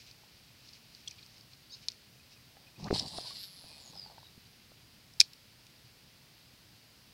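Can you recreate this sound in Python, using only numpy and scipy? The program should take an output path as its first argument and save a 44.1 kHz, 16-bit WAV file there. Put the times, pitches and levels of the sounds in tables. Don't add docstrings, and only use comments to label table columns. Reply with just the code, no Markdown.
import sys
import numpy as np
from scipy import signal
from scipy.fft import rfft, irfft, next_fast_len
from scipy.io import wavfile

SR = 44100
rng = np.random.default_rng(int(sys.argv[2]) if len(sys.argv) > 2 else 0)


def materialize(psi):
    bounded = np.clip(np.atleast_2d(psi).T, -1, 1)
    quanta = np.round(bounded * 32767).astype(np.int16)
    wavfile.write(sys.argv[1], SR, quanta)


N = 314740
TIME = np.arange(N) / SR


def spool():
    # time in seconds, turns per second, share of regular slaps from 0 to 1.
    turning = [(2.9, 300, .03), (3.1, 286, .1), (3.27, 254, .36), (3.42, 198, .32), (3.48, 196, .42),
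               (3.57, 185, .4), (3.64, 168, .35), (3.78, 147, .25), (3.9, 122, .15), (3.95, 100, .1),
               (4.06, 86, .1), (4.15, 77, .05), (4.4, 66, .05)]
    # time in seconds, level in dB.
    whir_levels = [(2.9, -52), (2.928, -60), (2.94, -34), (2.975, -35), (3.012, -39.5), (3.042, -51.5),
                   (3.07, -47.5), (3.3, -48), (3.39, -49), (3.45, -50), (3.5, -58), (3.72, -57),
                   (4.05, -59), (4.14, -64.5), (4.4, -69)]
    # frequency in Hz, relative level in dB per Hz.
    whir_colour = [(900, -37), (1600, -19), (2300, -18), (3000, -11.5), (3800, -3.5), (4300, 2),
                   (5000, 0.5), (5500, -7.5), (6300, -20.5), (7400, -15.5), (9000, -18.5), (11000, -24),
                   (13000, -42), (16000, -40)]
    # time in seconds, centre in Hz, width in Hz, level in dB.
    line_hiss = [(2.93, 7500, 4035, -75), (2.97, 8240, 4980, -61), (3.04, 8550, 3940, -70),
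                 (3.08, 8400, 4510, -58.5), (3.2, 9600, 3586, -57.5), (3.33, 10500, 2560, -63),
                 (3.43, 11800, 2010, -56), (3.5, 11100, 1500, -63), (3.6, 10660, 1830, -62.5),
                 (4.0, 10000, 3010, -75.5)]

    rate, share = in_time(turning)
    turn = np.cumsum(rate * (1 + .002 * drift(40))) / SR
    throb = np.exp(.5 * np.cos(2 * np.pi * turn))

    first = slap_train(turn, rate)
    second = slap_train(turn + .3 + .02 * drift(6), rate)
    slaps = band((first + .7 * second) * from_db(2.0 * drift(80)), 300, 7000)
    rush = throb * grains(2.5)
    mix = np.sqrt(share) * rms_one(slaps) + np.sqrt(1 - share) * rms_one(rush)

    nod_s, nod_hz, nod_top_db, nod_fade_s = 3.17, 7.7, 3, .25
    since = TIME - nod_s
    nod_db = nod_top_db * np.cos(2 * np.pi * nod_hz * since) * np.exp(-np.abs(since) / nod_fade_s)
    nod_db = nod_db * (since > -.5 / nod_hz)

    whir_db = in_time(whir_levels)[0] + nod_db + 1.2 * drift(20)
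    whir = colour(mix, whir_colour) * from_db(whir_db) * sounding(whir_levels)
    hz, width_hz, db = in_time(line_hiss)
    hiss = moving_band(hz, width_hz) * from_db(db + nod_db + 1.1 * drift(200)) * sounding(line_hiss)
    return whir + (hiss + bearing(rate) + plate(rate)) * throb * from_db(0.51 * drift(45))


def slap_train(turn, rate):
    from_whole = np.abs((turn + .5) % 1 - .5)
    return np.maximum(1 - from_whole * SR / rate, 0) / np.sqrt(rate)


def bearing(rate):
    # pitch in Hz, reach in Hz, added level in dB, hold on the pitch from 0 to 1.
    ringing_parts = [(8470, 150, -81, 0.2), (6730, 240, -56.5, 0.87), (4900, 270, -49.5, 0.43),
                     (3850, 100, -65, 0.27)]
    multiple, start_s, end_s, free_db = 53.0, 3.67, 4.3, -72
    wide_hz, narrow_hz = 900, 259.6
    free_hz = multiple * rate
    hz, near, gain = free_hz, 0, from_db(free_db)
    for part_hz, reach_hz, db, hold in ringing_parts:
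        close = np.exp(-((free_hz - part_hz) / (2 * reach_hz)) ** 2)
        hz = hz + hold * close * (part_hz - free_hz)
        near = near + close
        gain = gain + from_db(db) * close ** 2
    width_hz = wide_hz + (narrow_hz - wide_hz) * np.minimum(near, 1)
    return moving_band(hz, width_hz) * gain * between(start_s, end_s)


def plate(rate):
    multiple, mode_hz, width_hz = 15.6, 2480, 200
    loudest_s, length_s, level_db = 3.72, .13, -63
    hum = moving_band(np.maximum(multiple * rate, mode_hz), np.full(N, width_hz))
    return hum * swells([loudest_s], [length_s], [level_db])


def ticks():
    # start in seconds, level in dB, brightest pitch in Hz,
    # loss in dB one octave away (it grows with the octaves squared; below 0 counts as 0), contact time in ms.
    metal_contacts = [(0.1111, -43, 4650, 19, 2.5), (.6863, -44.5, 4170, 13, 6.6),
                      (0.7326, -44.5, 4180, 21, 2.4), (0.9486, -38.5, 4160, 13, 1.6),
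                      (1.0745, -30.5, 3430, 200, 8.1), (1.0765, -41, 8170, 200, 5),
                      (1.0790, -34.5, 6050, 400, 5.2), (1.1094, -37.5, 6400, 30, 2.5),
                      (1.112, -44.5, 2520, 25, 8.1), (1.1827, -45, 2800, 27, 12),
                      (1.2276, -44, 3580, 18, 6), (1.2625, -40.5, 4200, -3, 0.6),
                      (1.3793, -46.5, 4100, 6, 2), (1.4087, -46, 5500, 6, 2.5),
                      (1.5324, -43.5, 3530, 33, 4.3), (1.878, -60, 2700, 18, 1),
                      (1.8844, -16.5, 5400, 8.5, 0.17), (1.8892, -36, 5270, 5, 0.56),
                      (1.9015, -38, 5350, 30, 0.65), (1.9183, -39, 5500, 38, 0.56),
                      (2.8417, -33.5, 4760, 19, 2.6), (2.9447, -27, 4270, 25, 2.8),
                      (2.9584, -38, 4400, 8, 3.3), (2.972, -36, 6200, 20, 1.2), (2.986, -30, 4700, 4, 0.8),
                      (2.9957, -18.5, 4800, 37, 0.95), (3.0594, -35, 5500, 12, 3.6),
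                      (3.1762, -34, 4570, 30, 6.4), (3.2111, -34, 4800, 14, 4.9),
                      (5.1362, -46.5, 6600, 24, 1.7), (5.1988, -16, 4200, 3, 1.1),
                      (5.2019, -1.5, 5030, 9, 0.67), (5.2029, -2, 5630, 9.5, 0.25),
                      (5.2052, -10.5, 6400, 20, 0.3), (5.2109, -7, 4200, 1.0, .15),
                      (5.2121, -10, 4300, 6, .6), (5.2110, -16.5, 2400, 40, 0.41),
                      (5.3322, -41.5, 4790, -2, 3.2), (5.6665, -45, 6500, 2.5, 1.4)]
    # pitch in Hz, level in dB, seconds to fade by 60 dB.
    frame_modes = [(1850, -27.5, 0.0028), (2422, -8.5, 0.013), (2940, -16.5, 0.0035), (3360, -8.5, 0.011),
                   (3953, -3, 0.0064), (4228, 2, 0.0093), (4487, 2.5, 0.01), (4858, -10, 0.0081),
                   (5260, 4, 0.006), (5428, 0, 0.0056), (5880, -6, 0.0075), (7250, -9.5, 0.0064),
                   (7900, -10, 0.0066), (9650, -11.5, 0.0057), (11100, -7.5, 0.0049), (13600, -14, 0.0053),
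                   (15400, -28, 0.00422)]
    rattle_db, rattle_fade_s = -30, 0.15
    bounce_s, gap_s, bounce_db, loss_db = 5.215, .0048, -22.5, 7
    bounces = [(bounce_s + k * gap_s, bounce_db - k * loss_db, 5023, 5, 1.34) for k in range(5)]

    out = np.zeros(N)
    t = np.arange(round(.12 * SR)) / SR
    for s, db, bright_hz, fall_db, contact_ms in metal_contacts + bounces:
        chatter = rng.standard_normal(len(t)) * np.exp(-(1000 * t / contact_ms) ** 4)
        modes = 0
        for hz, mode_db, t60 in frame_modes:
            strength_db = mode_db - max(fall_db, 0) * np.log2(hz / bright_hz) ** 2
            modes = modes + from_db(strength_db - 60 * t / t60) * np.sin(2 * np.pi * hz * t)
        soft = modes * np.minimum(t / 0.00055, 1) ** 2
        struck = signal.fftconvolve(chatter, soft)[:len(t)]
        piece = band(band(struck, 1700, 19000), 1500, 19000)
        rattle = rng.standard_normal(len(t)) * from_db(rattle_db - 60 * t / rattle_fade_s)
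        rattle = band(rattle, 3800, 5500)
        add(out, s, from_db(db) * (piece / np.abs(piece).max() + rattle))
    return out


def whip():
    # strongest moment in seconds, length in seconds,
    # buffeting level in dB, swish level in dB.
    gusts = [(2.647, 0.28, -69, -72.5), (2.8, 0.058, -56, -60.5), (2.835, 0.027, -42.5, -56),
             (2.86, 0.044, -37.5, -48), (2.944, 0.037, -40, -42.5), (2.98, .05, -48, -57),
             (3.017, .05, -47, -50.5), (3.051, 0.055, -45, -49), (3.151, .07, -55, -49.5),
             (3.252, 0.21, -63, -61), (3.7, 0.27, -68, -64), (3.922, 0.15, -61.5, -64.5),
             (4.115, 0.19, -71, -63.5)]
    s, length, buffet_db, swish_db = np.transpose(gusts)
    buffet = rms_one(band(band(rng.standard_normal(N), 70, 220), 55, 500))
    buffet = buffet * swells(s, length, buffet_db) * from_db(2.8 * drift(36))

    steady_hz = np.full(N, 760.5)
    swish = moving_band(steady_hz, steady_hz) * swells(s, length, swish_db)

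    start_s, end_s, start_hz, end_hz, tip_db = 2.855, 2.895, 700, 2300, -49
    tip_hz = np.exp(np.interp(TIME, [start_s, end_s], np.log([start_hz, end_hz])))
    tip = moving_band(tip_hz, tip_hz) * from_db(tip_db) * between(start_s, end_s)
    return buffet + (swish + tip) * from_db(2.9 * drift(69))


def rubbing():
    # loudest moment in seconds, length in seconds, level in dB.
    strokes = [(0.0, 0.066, -55.5), (0.077, 0.075, -57.5), (.3, 0.68, -69), (0.67, 0.15, -61),
               (.755, 0.057, -58.5), (0.96, 0.25, -61.5), (1.1, .1, -59.5), (1.216, .13, -62),
               (1.344, 0.12, -62.5), (1.524, 0.037, -60), (1.767, 0.06, -60), (1.83, .04, -57),
               (1.902, 0.091, -61), (2.328, 0.046, -59.5), (2.805, .05, -58), (2.853, 0.087, -54.5),
               (2.934, 0.053, -49)]
    rub = grains(2.2)
    body = band(rub, 3700, 5600) + .8 * band(rub, 2300, 3200)
    return rms_one(body) * swells(*np.transpose(strokes))


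def knocks():
    # start in seconds, peak level in dB, pitch in Hz, seconds to fade by 60 dB.
    dull_knocks = [(.236, -50.5, 870, 0.022), (2.569, -49, 800, 0.029), (2.569, -42, 1990, 0.0019),
                   (2.9043, -25, 427, 0.032), (2.9086, -18, 1090, 0.0011), (2.9096, -18, 420, 0.028),
                   (2.9274, -14, 374, 0.0095), (3.182, -35, 630, 0.0086), (3.185, -27, 710, 0.018),
                   (3.21, -43, 500, 0.0064), (3.255, -45.5, 994, 0.056), (3.307, -45.5, 1120, 0.054),
                   (3.640, -47, 735, 0.018), (3.645, -48, 168, 0.016), (3.861, -51, 800, 0.015),
                   (3.956, -46.5, 790, 0.047), (4.061, -43.5, 860, 0.027), (4.099, -45, 800, 0.027),
                   (4.118, -51.5, 690, 0.048), (4.181, -42, 900, 0.026), (4.23, -46, 955, 0.015),
                   (4.377, -44.5, 220, .023), (5.203, -45, 810, 0.0096), (4.718, -46.5, 660, 0.011)]
    out = np.zeros(N)
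    t = np.arange(round(.08 * SR)) / SR
    for s, db, hz, t60 in dull_knocks:
        push = -np.sin(np.pi * np.minimum(2 * hz * t, 1)) ** 2
        piece = ring(push, hz, t60) + .4 * ring(push, 1.7 * hz, .7 * t60)
        add(out, s, from_db(db) * piece / np.abs(piece).max())
    return out


def squeak():
    # time in seconds, base pitch in Hz, level in dB before the partials' own.
    glide = [(1.69, 1020, -70), (1.706, 1135, -54), (1.722, 1247, -48), (1.745, 1295, -49),
             (1.754, 1290, -51), (1.762, 1260, -66)]
    hz, db = in_time(glide)
    phase = 2 * np.pi * np.cumsum(hz * (1 + 0.0228 * drift(250))) / SR
    tone = 0
    for multiple, partial_db in [(2, -30), (3, -7), (4, 2), (5, -12)]:
        tone = tone + from_db(partial_db + 3.7 * drift(150)) * np.sin(multiple * phase)
    scrape = rms_one(band(grains(3.3), 4240, 4600)) * np.clip((TIME - 1.715) / 0.019, 0, 1)
    return from_db(db) * sounding(glide) * (tone + 1.05 * scrape)


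def peeps():
    # start in seconds, length in seconds, pitch in Hz, rise in Hz, level in dB.
    faint_peeps = [(2.193, .02, 2500, 30, -65), (2.26, .015, 2500, 30, -69), (2.36, 0.017, 2500, 40, -64),
                   (2.664, 0.023, 2476, 40, -60.5), (2.758, 0.013, 2450, 80, -61)]
    out = np.zeros(N)
    for s, length, hz, rise_hz, db in faint_peeps:
        share = np.linspace(0, 1, round(length * SR))
        shape = np.sqrt(2 * np.sin(np.pi * share).clip(0))
        note = np.sin(2 * np.pi * np.cumsum(hz + rise_hz * share) / SR)
        add(out, s, from_db(db) * shape * note)
    return out


def hush():
    # frequency in Hz, relative level in dB per Hz.
    hush_colour = [(20, -29.5), (45, -7), (80, -6), (120, 1), (150, -4.5), (200, -6.5), (380, -14.5),
                   (1200, -19), (1900, -17), (2700, -14.5), (3500, -15.5), (4800, -12), (6000, -20.5),
                   (7200, -25), (15700, -25.5)]
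    still = colour(rng.standard_normal(N), hush_colour) * from_db(-59.5)
    bass = band(still, 40, 400) * .12 * drift(6)
    middle = band(still, 1800, 6000) * .07 * drift(8)
    return still + bass + middle


def moving_band(hz, width_hz):
    steps = np.cumsum(width_hz) / SR
    knots = rng.standard_normal((2, int(8000 * N / SR)))
    a, b = [np.interp(steps, np.arange(knots.shape[1]), row) for row in knots]
    phase = 2 * np.pi * np.cumsum(hz) / SR
    return a * np.sin(phase) + b * np.cos(phase)


def swells(s, length, db):
    rise, fall = 0.49, 0.62
    power = np.zeros(N)
    for at, span, top in zip(s, length, db):
        near = slice(max(round((at - 2 * span) * SR), 0), max(round((at + 2 * span) * SR), 1))
        away = np.maximum((at - TIME[near]) / rise, (TIME[near] - at) / fall) / span
        power[near] += from_db(top - 10 * away ** 1.75) ** 2
    return np.sqrt(power)


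def ring(push, hz, t60):
    r, w = from_db(-60 / (t60 * SR)), 2 * np.pi * hz / SR
    return signal.lfilter([0, np.sin(w)], [1, -2 * r * np.cos(w), r * r], push)


def grains(spread_db):
    return rng.standard_normal(N) * from_db(spread_db * drift(450))


def drift(rate):
    r = np.exp(-2 * np.pi * rate / SR)
    wander = signal.lfilter([1], [1, -2 * r, r * r], rng.standard_normal(N + SR))
    return rms_one(wander[SR:])


def colour(x, spectrum):
    size = next_fast_len(N)
    hz = np.maximum(np.arange(size // 2 + 1) * SR / size, 1)
    points = np.array(spectrum)
    db = np.interp(np.log(hz), np.log(points[:, 0]), points[:, 1])
    return rms_one(irfft(rfft(x, size) * from_db(db), size)[:N])


def band(x, low_hz, high_hz):
    return signal.sosfilt(signal.butter(2, [low_hz, high_hz], "band", fs=SR, output="sos"), x)


def in_time(rows):
    s, *columns = np.transpose(rows)
    return [np.interp(TIME, s, c) for c in columns]


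def sounding(rows):
    return between(rows[0][0], rows[-1][0])


def between(start_s, end_s):
    return np.clip(np.minimum(TIME - start_s, end_s - TIME) / .01, 0, 1)


def from_db(db):
    return 10 ** (np.asarray(db) / 20)


def rms_one(x):
    return x / np.sqrt(np.mean(x ** 2) + 1e-20)


def add(out, s, piece):
    at = round(s * SR)
    out[at:at + len(piece)] += piece[:N - at]


def scene():
    reel = spool() + ticks() + rubbing() + squeak()
    return (reel + whip() + knocks() + peeps() + hush())[None]


def record(dry):
    rounded = dry / (1 + np.abs(dry / .95) ** 6) ** (1 / 6)
    return signal.sosfilt(signal.ellip(10, .5, 70, 15800, fs=SR, output="sos"), rounded)


dry = scene()
out = record(dry)
materialize(out)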